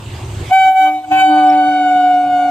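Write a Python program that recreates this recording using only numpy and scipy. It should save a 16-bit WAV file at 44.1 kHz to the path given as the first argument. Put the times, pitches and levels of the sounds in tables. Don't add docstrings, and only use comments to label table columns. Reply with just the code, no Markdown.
import sys
import numpy as np
from scipy import signal
from scipy.fft import rfft, irfft, next_fast_len
from scipy.io import wavfile
from scipy.ndimage import uniform_filter1d, minimum_filter1d, map_coordinates

SR = 44100
rng = np.random.default_rng(int(sys.argv[2]) if len(sys.argv) > 2 else 0)


def log_audio(samples):
    frames = np.atleast_2d(samples).T
    limited = np.clip(frames, -1, 1)
    pcm = np.round(limited * 32767).astype(np.int16)
    wavfile.write(sys.argv[1], SR, pcm)


N = 110250


# [t/s, rumble level/dB, rail hiss level/dB]
ROLLING_LEVELS = [(0, -29.5, -37.5), (.13, -23, -35.5), (.24, -28.5, -35), (.34, -22.5, -34),
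                  (.42, -26.5, -32.5), (.5, -31.5, -31), (.6, -26, -37), (.9, -37.5, -27), (1.12, -20, -26),
                  (1.4, -35.5, -32.5), (1.6, -35.5, -25.5), (1.9, -34, -27.5), (2.5, -26, -28)]
# [f/Hz, level/dB]
RUMBLE_SPECTRUM = [(15, -51.5), (25, -17.5), (77, -3.5), (102, 1), (130, -2.5), (166, -19), (199, -14.5),
                   (306, -24.5), (344, -8), (400, -11.5), (520, -41), (880, -120)]
RAIL_SPECTRUM = [(150, -27), (250, -8.5), (350, -10.5), (600, -13), (900, -10.5), (1400, -19), (1900, -19),
                 (2900, -17), (4200, -22.5), (5200, -28.5), (8000, -23), (9800, -35.5), (13000, -36),
                 (15000, -47)]
# [t/s, level/dB]
JOINT_KNOCKS = [(1.116, -14), (1.68, -14), (1.948, -13.5)]
# [f/Hz, level/dB]
KNOCK_SPECTRUM = [(30, -10), (90, -6), (180, 0.5), (400, -9.5), (1500, -38.5), (8000, -63)]
# [f/Hz, correlation]
NOISE_CORRELATION = [(130, 1), (290, 0.92), (640, 0.94), (1400, .05), (3000, 0.72), (7000, 0.04)]
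# [f/Hz, level/dB]
NOISE_BALANCE = [(700, -0.5), (1300, 2), (2400, -2), (4400, -3), (8000, -8), (15000, -10.5)]

# [t/s, fundamental level/dB, overtone level/dB]
SHORT_BLASTS = [(.495, -54, -84), (.508, -43.5, -52.5), (.519, -11, -34.5), (.53, -6, -18),
                (.63, -8.5, -17), (.685, -6, -19.5), (.742, -13, -34.5), (.77, -8, -21.5), (.82, -7.5, -19),
                (.87, -9, -21.5), (.93, -15, -33), (.99, -20, -44), (1.03, -33.5, -57),
                (1.047, -24.5, -34.5), (1.068, -41, -60)]
LONG_BLAST = [(1.086, -24, -65), (1.102, -31, -51), (1.118, -8, -24), (1.16, -9, -23), (1.203, -12, -13.5),
              (1.232, -5.5, -19.5), (1.3, -11, -20), (1.41, -7.5, -23), (1.52, -7, -28), (1.6, -10, -25),
              (1.76, -13, -24), (1.93, -9.5, -24.5), (2.16, -8.5, -28.5), (2.27, -14.5, -33.5),
              (2.35, -10.5, -28), (2.5, -13.5, -30)]
# [t/s, f/Hz]
HIGH_PITCH = [(.49, 722), (.535, 764.3), (.64, 761), (.72, 759.5), (.87, 760.4), (1.0, 752.5),
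              (1.09, 746.6), (1.135, 761.4), (1.2, 760), (1.3, 756.8), (1.5, 749.4), (1.7, 745.6),
              (1.9, 735.5), (2.1, 729.9), (2.3, 726.5), (2.5, 722)]
# [multiple, level/dB]
FRONT_PARTIALS = [(2, -16), (3, -13), (4, -20), (5, -31), (6, -38), (7, -53.5), (8, -45), (9, -39),
                  (10, -39.5), (11, -46.5), (13, -49.5), (15, -52), (18, -44.5), (20, -51)]
SIDE_PARTIALS = [(2, -12), (3, -21), (4, -21), (5, -29.5), (6, -33.5), (7, -43), (8, -50.5), (10, -41.5),
                 (12, -50.5), (15, -59), (18, -51.5), (20, -58)]
# [t/s, lead/ms]
LEFT_LEAD = [(.5, 0.038), (.85, 0.013), (1.1, 0.13), (1.4, 0.072), (1.7, 0.064), (2.0, 0.03)]
# [f/Hz, level/dB]
HORN_BALANCE = [(300, 0.3), (750, 0), (1500, 2.5), (2300, 1.5), (3100, -2.5), (4400, -7.5), (8000, -9),
                (14000, -9)]

# [f/Hz, level/dB]
AIR_LEVEL = [(.5, -77), (.525, -39), (.57, -49.5), (.62, -55), (.655, -35), (.7, -56), (.8, -48),
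             (.87, -56), (1.0, -54.5), (1.095, -44), (1.12, -37), (1.21, -41), (1.28, -47), (1.38, -39.5),
             (1.54, -41), (1.61, -51), (1.95, -45), (2.5, -47)]
AIR_SPECTRUM = [(200, -8.5), (400, -7.5), (900, 2), (1400, 1), (1850, -18.5), (2500, -3.5), (3300, -9.5),
                (5000, -11.5), (8000, -12), (10000, -22), (15000, -31.5)]
# [f/Hz, level/dB]
SIZZLE_LEVEL = [(.505, -82.5), (.528, -40), (.58, -57.5), (.65, -52.5), (.72, -48), (.9, -51), (1.03, -65),
                (1.1, -63), (1.125, -45), (1.22, -57), (1.27, -65.5), (2.5, -63)]
SIZZLE_SPECTRUM = [(3000, -38.5), (7000, -1.5), (10500, -0.5), (12500, 15), (15000, -7.5)]

# [multiple, level/dB]
ECHO_LEVEL = [(.5, -72), (.72, -41), (.95, -26.5), (1.06, -43.5), (1.2, -24), (1.6, -26), (1.9, -27.5),
              (2.2, -30), (2.5, -23.5)]
ECHO_PARTIALS = [(1, 0), (2, -14.5), (3, -13.5), (4, -21.5), (5, -22.5), (6, -33.5), (10, -35), (12, -38)]

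# [t/s, fundamental level/dB, overtone reference level/dB]
LOW_LEVELS = [(.6, -58.5, -71.5), (.69, -39, -64.5), (.76, -61, -60), (.82, -33.5, -56), (.875, -29, -29.5),
              (.96, -30, -50.5), (1.04, -45, -57), (1.09, -35.5, -57), (1.118, -22.5, -41.5),
              (1.16, -27.5, -46.5), (1.23, -30, -61.5), (1.3, -14.5, -28), (1.35, -16, -28.5),
              (1.45, -18.5, -29.5), (1.55, -19.5, -30), (1.75, -21, -35.5), (2.1, -24.5, -41.5),
              (2.3, -27, -40), (2.5, -25.5, -37)]
# [t/s, f/Hz]
LOW_PITCH = [(.6, 299.1), (.88, 303.4), (1.2, 305), (1.33, 301.6), (1.55, 296.2), (1.9, 292.9),
             (2.2, 290.7), (2.5, 288.3)]
# [multiple, level/dB]
LOW_PARTIALS = [(2, 0.5), (3, -2.5), (4, -7.5), (5, -18), (6, -30), (7, -22.5), (8, -21), (9, -30),
                (12, -27), (16, -38), (24, -41.5)]

# [t/s, level/dB]
MIXING_LEVEL = [(.6, -77), (.68, -50), (.76, -64.5), (.86, -42), (.95, -59), (1.09, -63), (1.118, -47.5),
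                (1.2, -41), (1.27, -46.5), (1.4, -42.5), (1.7, -54.5), (2.1, -63.5), (2.5, -59.5)]
# [multiple of the high horn, level/dB]
SUM_PARTIALS = [(1, 1), (2, -29), (3, -10), (4, -12), (6, -31.5)]
# [t/s, level/dB]
SNARL_LEVEL = [(1.1, -81), (1.116, -34), (1.17, -36), (1.22, -38.5), (1.27, -66)]
# [multiple of the high horn, level/dB]
SNARL_PARTIALS = [(1, -14.5), (2, -10.5), (3, 6), (4, -8.5), (5, -18), (10, -26)]
# [multiple, level/dB]
BUZZ_LEVEL = [(.8, -65.5), (.87, -62.5), (.95, -75), (1.1, -63.5), (1.12, -41), (1.21, -46), (1.28, -61.5),
              (1.38, -46.5), (1.46, -51), (1.54, -41.5), (1.62, -64), (2.5, -64.5)]
BUZZ_PARTIALS = [(1, -1.5), (2, -6), (7, 1), (9, -4), (12, -2), (16, -9), (24, -12), (32, -19), (40, -22.5)]

# [f/Hz, level/dB]
BOGIE_LEVEL = [(1.0, -77), (1.6, -54.5), (2.0, -46), (2.5, -42)]
BOGIE_SPECTRUM = [(60, -19), (130, -4.5), (190, -3), (260, -4), (500, -16), (1500, -41)]

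KNOCK_RISE_S, KNOCK_T60_S = 0.0036, 0.19
HIGH_ON_S, LOW_ON_S, FADE_S = 0.495, 0.56, 0.05
TURN_START_S, TURN_END_S = 1.2, 1.354
ECHO_HZ = 757.8
HORN_LIFT_DB = 20
CEILING_DB, RELEASE_DB_PER_S = -0.62, 0.35
TOP_HZ = 15500


def amp(db):
    return 10 ** (np.asarray(db) / 20)


def unit(x):
    return x / np.sqrt(np.mean(x ** 2) + 1e-20)


def along(points, hz):
    f, values = np.transpose(points)
    return np.interp(np.log(hz + 1e-9), np.log(f), values)


def curves(rows):
    times, *columns = np.transpose(rows)
    return [np.interp(np.arange(N) / SR, times, column) for column in columns]


def ramp(start_s, end_s):
    return np.clip((np.arange(N) / SR - start_s) / max(end_s - start_s, 1e-3), 0, 1)


def wobble(rate):
    coarse = np.arange(0, N + 64, 64)
    knots = rng.standard_normal(1024)
    smooth = map_coordinates(knots, [coarse * rate / SR], mode="wrap")
    return np.interp(np.arange(N), coarse, smooth)


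def filtered(x, response):
    size = next_fast_len(N + SR // 2)
    spectrum = rfft(x, size) * response(np.fft.rfftfreq(size, 1 / SR))
    return irfft(spectrum, size)[..., :N]


def panned(db):
    gains = amp(np.array([db, -db]) / 2).reshape(2, -1)
    return gains / np.sqrt(np.mean(gains ** 2, axis=0))


def rush(spectrum, patchy_db):
    cells = signal.stft(rng.standard_normal((2, N)), nperseg=512)[2]
    patches = uniform_filter1d(rng.standard_normal(cells.shape[1:]), size=6, axis=0)
    patches = uniform_filter1d(patches, size=12, axis=1)
    pair = signal.istft(cells * amp(patchy_db * unit(patches)), nperseg=512)[1][:, :N]

    def mid_side_response(hz):
        angle = np.arccos(np.clip(along(NOISE_CORRELATION, hz), -1, 1)) / 2
        return amp(along(spectrum, hz)) * [np.cos(angle), np.sin(angle)]

    mid, side = filtered(pair, mid_side_response)
    stereo = np.array([mid + side, mid - side])
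    return unit(filtered(stereo, lambda hz: panned(along(NOISE_BALANCE, hz))))


def voice(pitch, levels, scatter, scatter_rate, spread, jitter, shift=0):
    left_right = np.array([[1], [-1]])
    lead_ms, = curves(LEFT_LEAD)
    cycles = np.cumsum(pitch * (1 + jitter * wobble(110))) / SR
    cycles = cycles + left_right / 2 * pitch * lead_ms / 1000
    shift_cycles = np.cumsum(shift * np.ones(N)) / SR
    out = np.zeros((2, N))
    for k, db in enumerate(levels, 1):
        depth = scatter * min(k, 4)
        apart = spread * np.log(min(k, 6)) * np.tanh(wobble(4.08)) * left_right
        phase = 2 * np.pi * (k * cycles + shift_cycles + rng.random())
        phase = phase + depth * wobble(scatter_rate) + apart
        size = np.sqrt(2) * amp(db) * (1 + depth * wobble(scatter_rate))
        balance = panned(along(HORN_BALANCE, k * pitch.mean()))
        out += size * balance * np.cos(phase)
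    return out


def wheels():
    rumble_db, hiss_db = curves(ROLLING_LEVELS)
    low_noise = filtered(rush(RUMBLE_SPECTRUM, patchy_db=2), lambda hz: 1 / (1 + (hz / 380) ** 6))
    rumble = amp(rumble_db) * unit(low_noise * amp(1.4 * wobble(35)))
    hiss = amp(hiss_db) * rush(RAIL_SPECTRUM, patchy_db=2.5)
    blows = np.zeros(N)
    for start_s, db in JOINT_KNOCKS:
        age = np.maximum(np.arange(N) / SR - start_s, 0)
        blows += amp(db - 60 * age / KNOCK_T60_S) * (1 - np.exp(-age / KNOCK_RISE_S))
    return rumble + hiss + blows * rush(KNOCK_SPECTRUM, patchy_db=1.0)


def high_horn():
    pitch, = curves(HIGH_PITCH)
    base_db, over_db = curves(np.vstack([SHORT_BLASTS, LONG_BLAST]))
    turned = ramp(TURN_START_S, TURN_END_S)
    k = np.arange(2, 21)
    front, side = along(FRONT_PARTIALS, k), along(SIDE_PARTIALS, k)
    front = front - 10 * np.log10(np.sum(amp(front) ** 2))
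    side = side - 10 * np.log10(np.sum(amp(side) ** 2))
    levels = [base_db] + [over_db + a + (b - a) * turned for a, b in zip(front, side)]
    tone = voice(pitch, levels, scatter=0.058, scatter_rate=45, spread=0.53, jitter=0.0013)
    return ramp(HIGH_ON_S, HIGH_ON_S + FADE_S / 10) * tone


def air():
    air_db, = curves(AIR_LEVEL)
    sizzle_db, = curves(SIZZLE_LEVEL)
    body = amp(air_db) * rush(AIR_SPECTRUM, patchy_db=7.5)
    return body + amp(sizzle_db) * rush(SIZZLE_SPECTRUM, patchy_db=0.5)


def tree_echo():
    db, = curves(ECHO_LEVEL)
    levels = [db + along(ECHO_PARTIALS, k) for k in range(1, 13)]
    tone = voice(np.full(N, ECHO_HZ), levels, scatter=0.18, scatter_rate=14, spread=0.2, jitter=0.004)
    return ramp(LOW_ON_S, LOW_ON_S + FADE_S) * tone


def low_horn():
    pitch, = curves(LOW_PITCH)
    base_db, over_db = curves(LOW_LEVELS)
    levels = [base_db] + [over_db + along(LOW_PARTIALS, k) for k in range(2, 25)]
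    tone = voice(pitch, levels, scatter=0.081, scatter_rate=26, spread=0.45, jitter=0.0027)
    return ramp(LOW_ON_S, LOW_ON_S + FADE_S) * tone


def combination_tones():
    high, = curves(HIGH_PITCH)
    low, = curves(LOW_PITCH)
    mix_db, = curves(MIXING_LEVEL)
    snarl_db, = curves(SNARL_LEVEL)
    buzz_db, = curves(BUZZ_LEVEL)

    def tones(pitch, levels, shift):
        return voice(pitch, levels, scatter=0.05, scatter_rate=30, spread=0.3, jitter=0.0026, shift=shift)

    sums = tones(high, [mix_db + along(SUM_PARTIALS, k) for k in range(1, 7)], low)
    difference = tones(high, [mix_db - 13.5], -low)
    snarl = tones(high, [snarl_db + along(SNARL_PARTIALS, k) for k in range(1, 11)], low)
    buzz = tones(low / 2, [buzz_db + along(BUZZ_PARTIALS, k) for k in range(1, 37)], 0)
    return ramp(LOW_ON_S, LOW_ON_S + FADE_S) * (sums + difference + snarl + buzz)


def bogie():
    db, = curves(BOGIE_LEVEL)
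    return amp(db) * rush(BOGIE_SPECTRUM, patchy_db=5)


def scene():
    horns = high_horn() + air() + tree_echo() + low_horn() + combination_tones()
    return wheels() + amp(HORN_LIFT_DB) * (horns + bogie())


def record(dry):
    peak_db = 20 * np.log10(np.abs(dry).max(axis=0) + 1e-9)
    excess_db = np.maximum(peak_db - CEILING_DB, 0)
    recovery_db = RELEASE_DB_PER_S * np.arange(N) / SR
    gain_db = recovery_db - np.maximum.accumulate(excess_db + recovery_db)
    gain_db = uniform_filter1d(minimum_filter1d(gain_db, size=260), size=260)
    x = dry * amp(gain_db)
    x = x + 0.022 * x ** 2
    x = x / (1 + np.abs(x / 0.95) ** 8) ** (1 / 8)
    return filtered(x, lambda hz: (hz < TOP_HZ) * hz ** 2 / (hz ** 2 + 15 ** 2))


dry = scene()
out = record(dry)
log_audio(out)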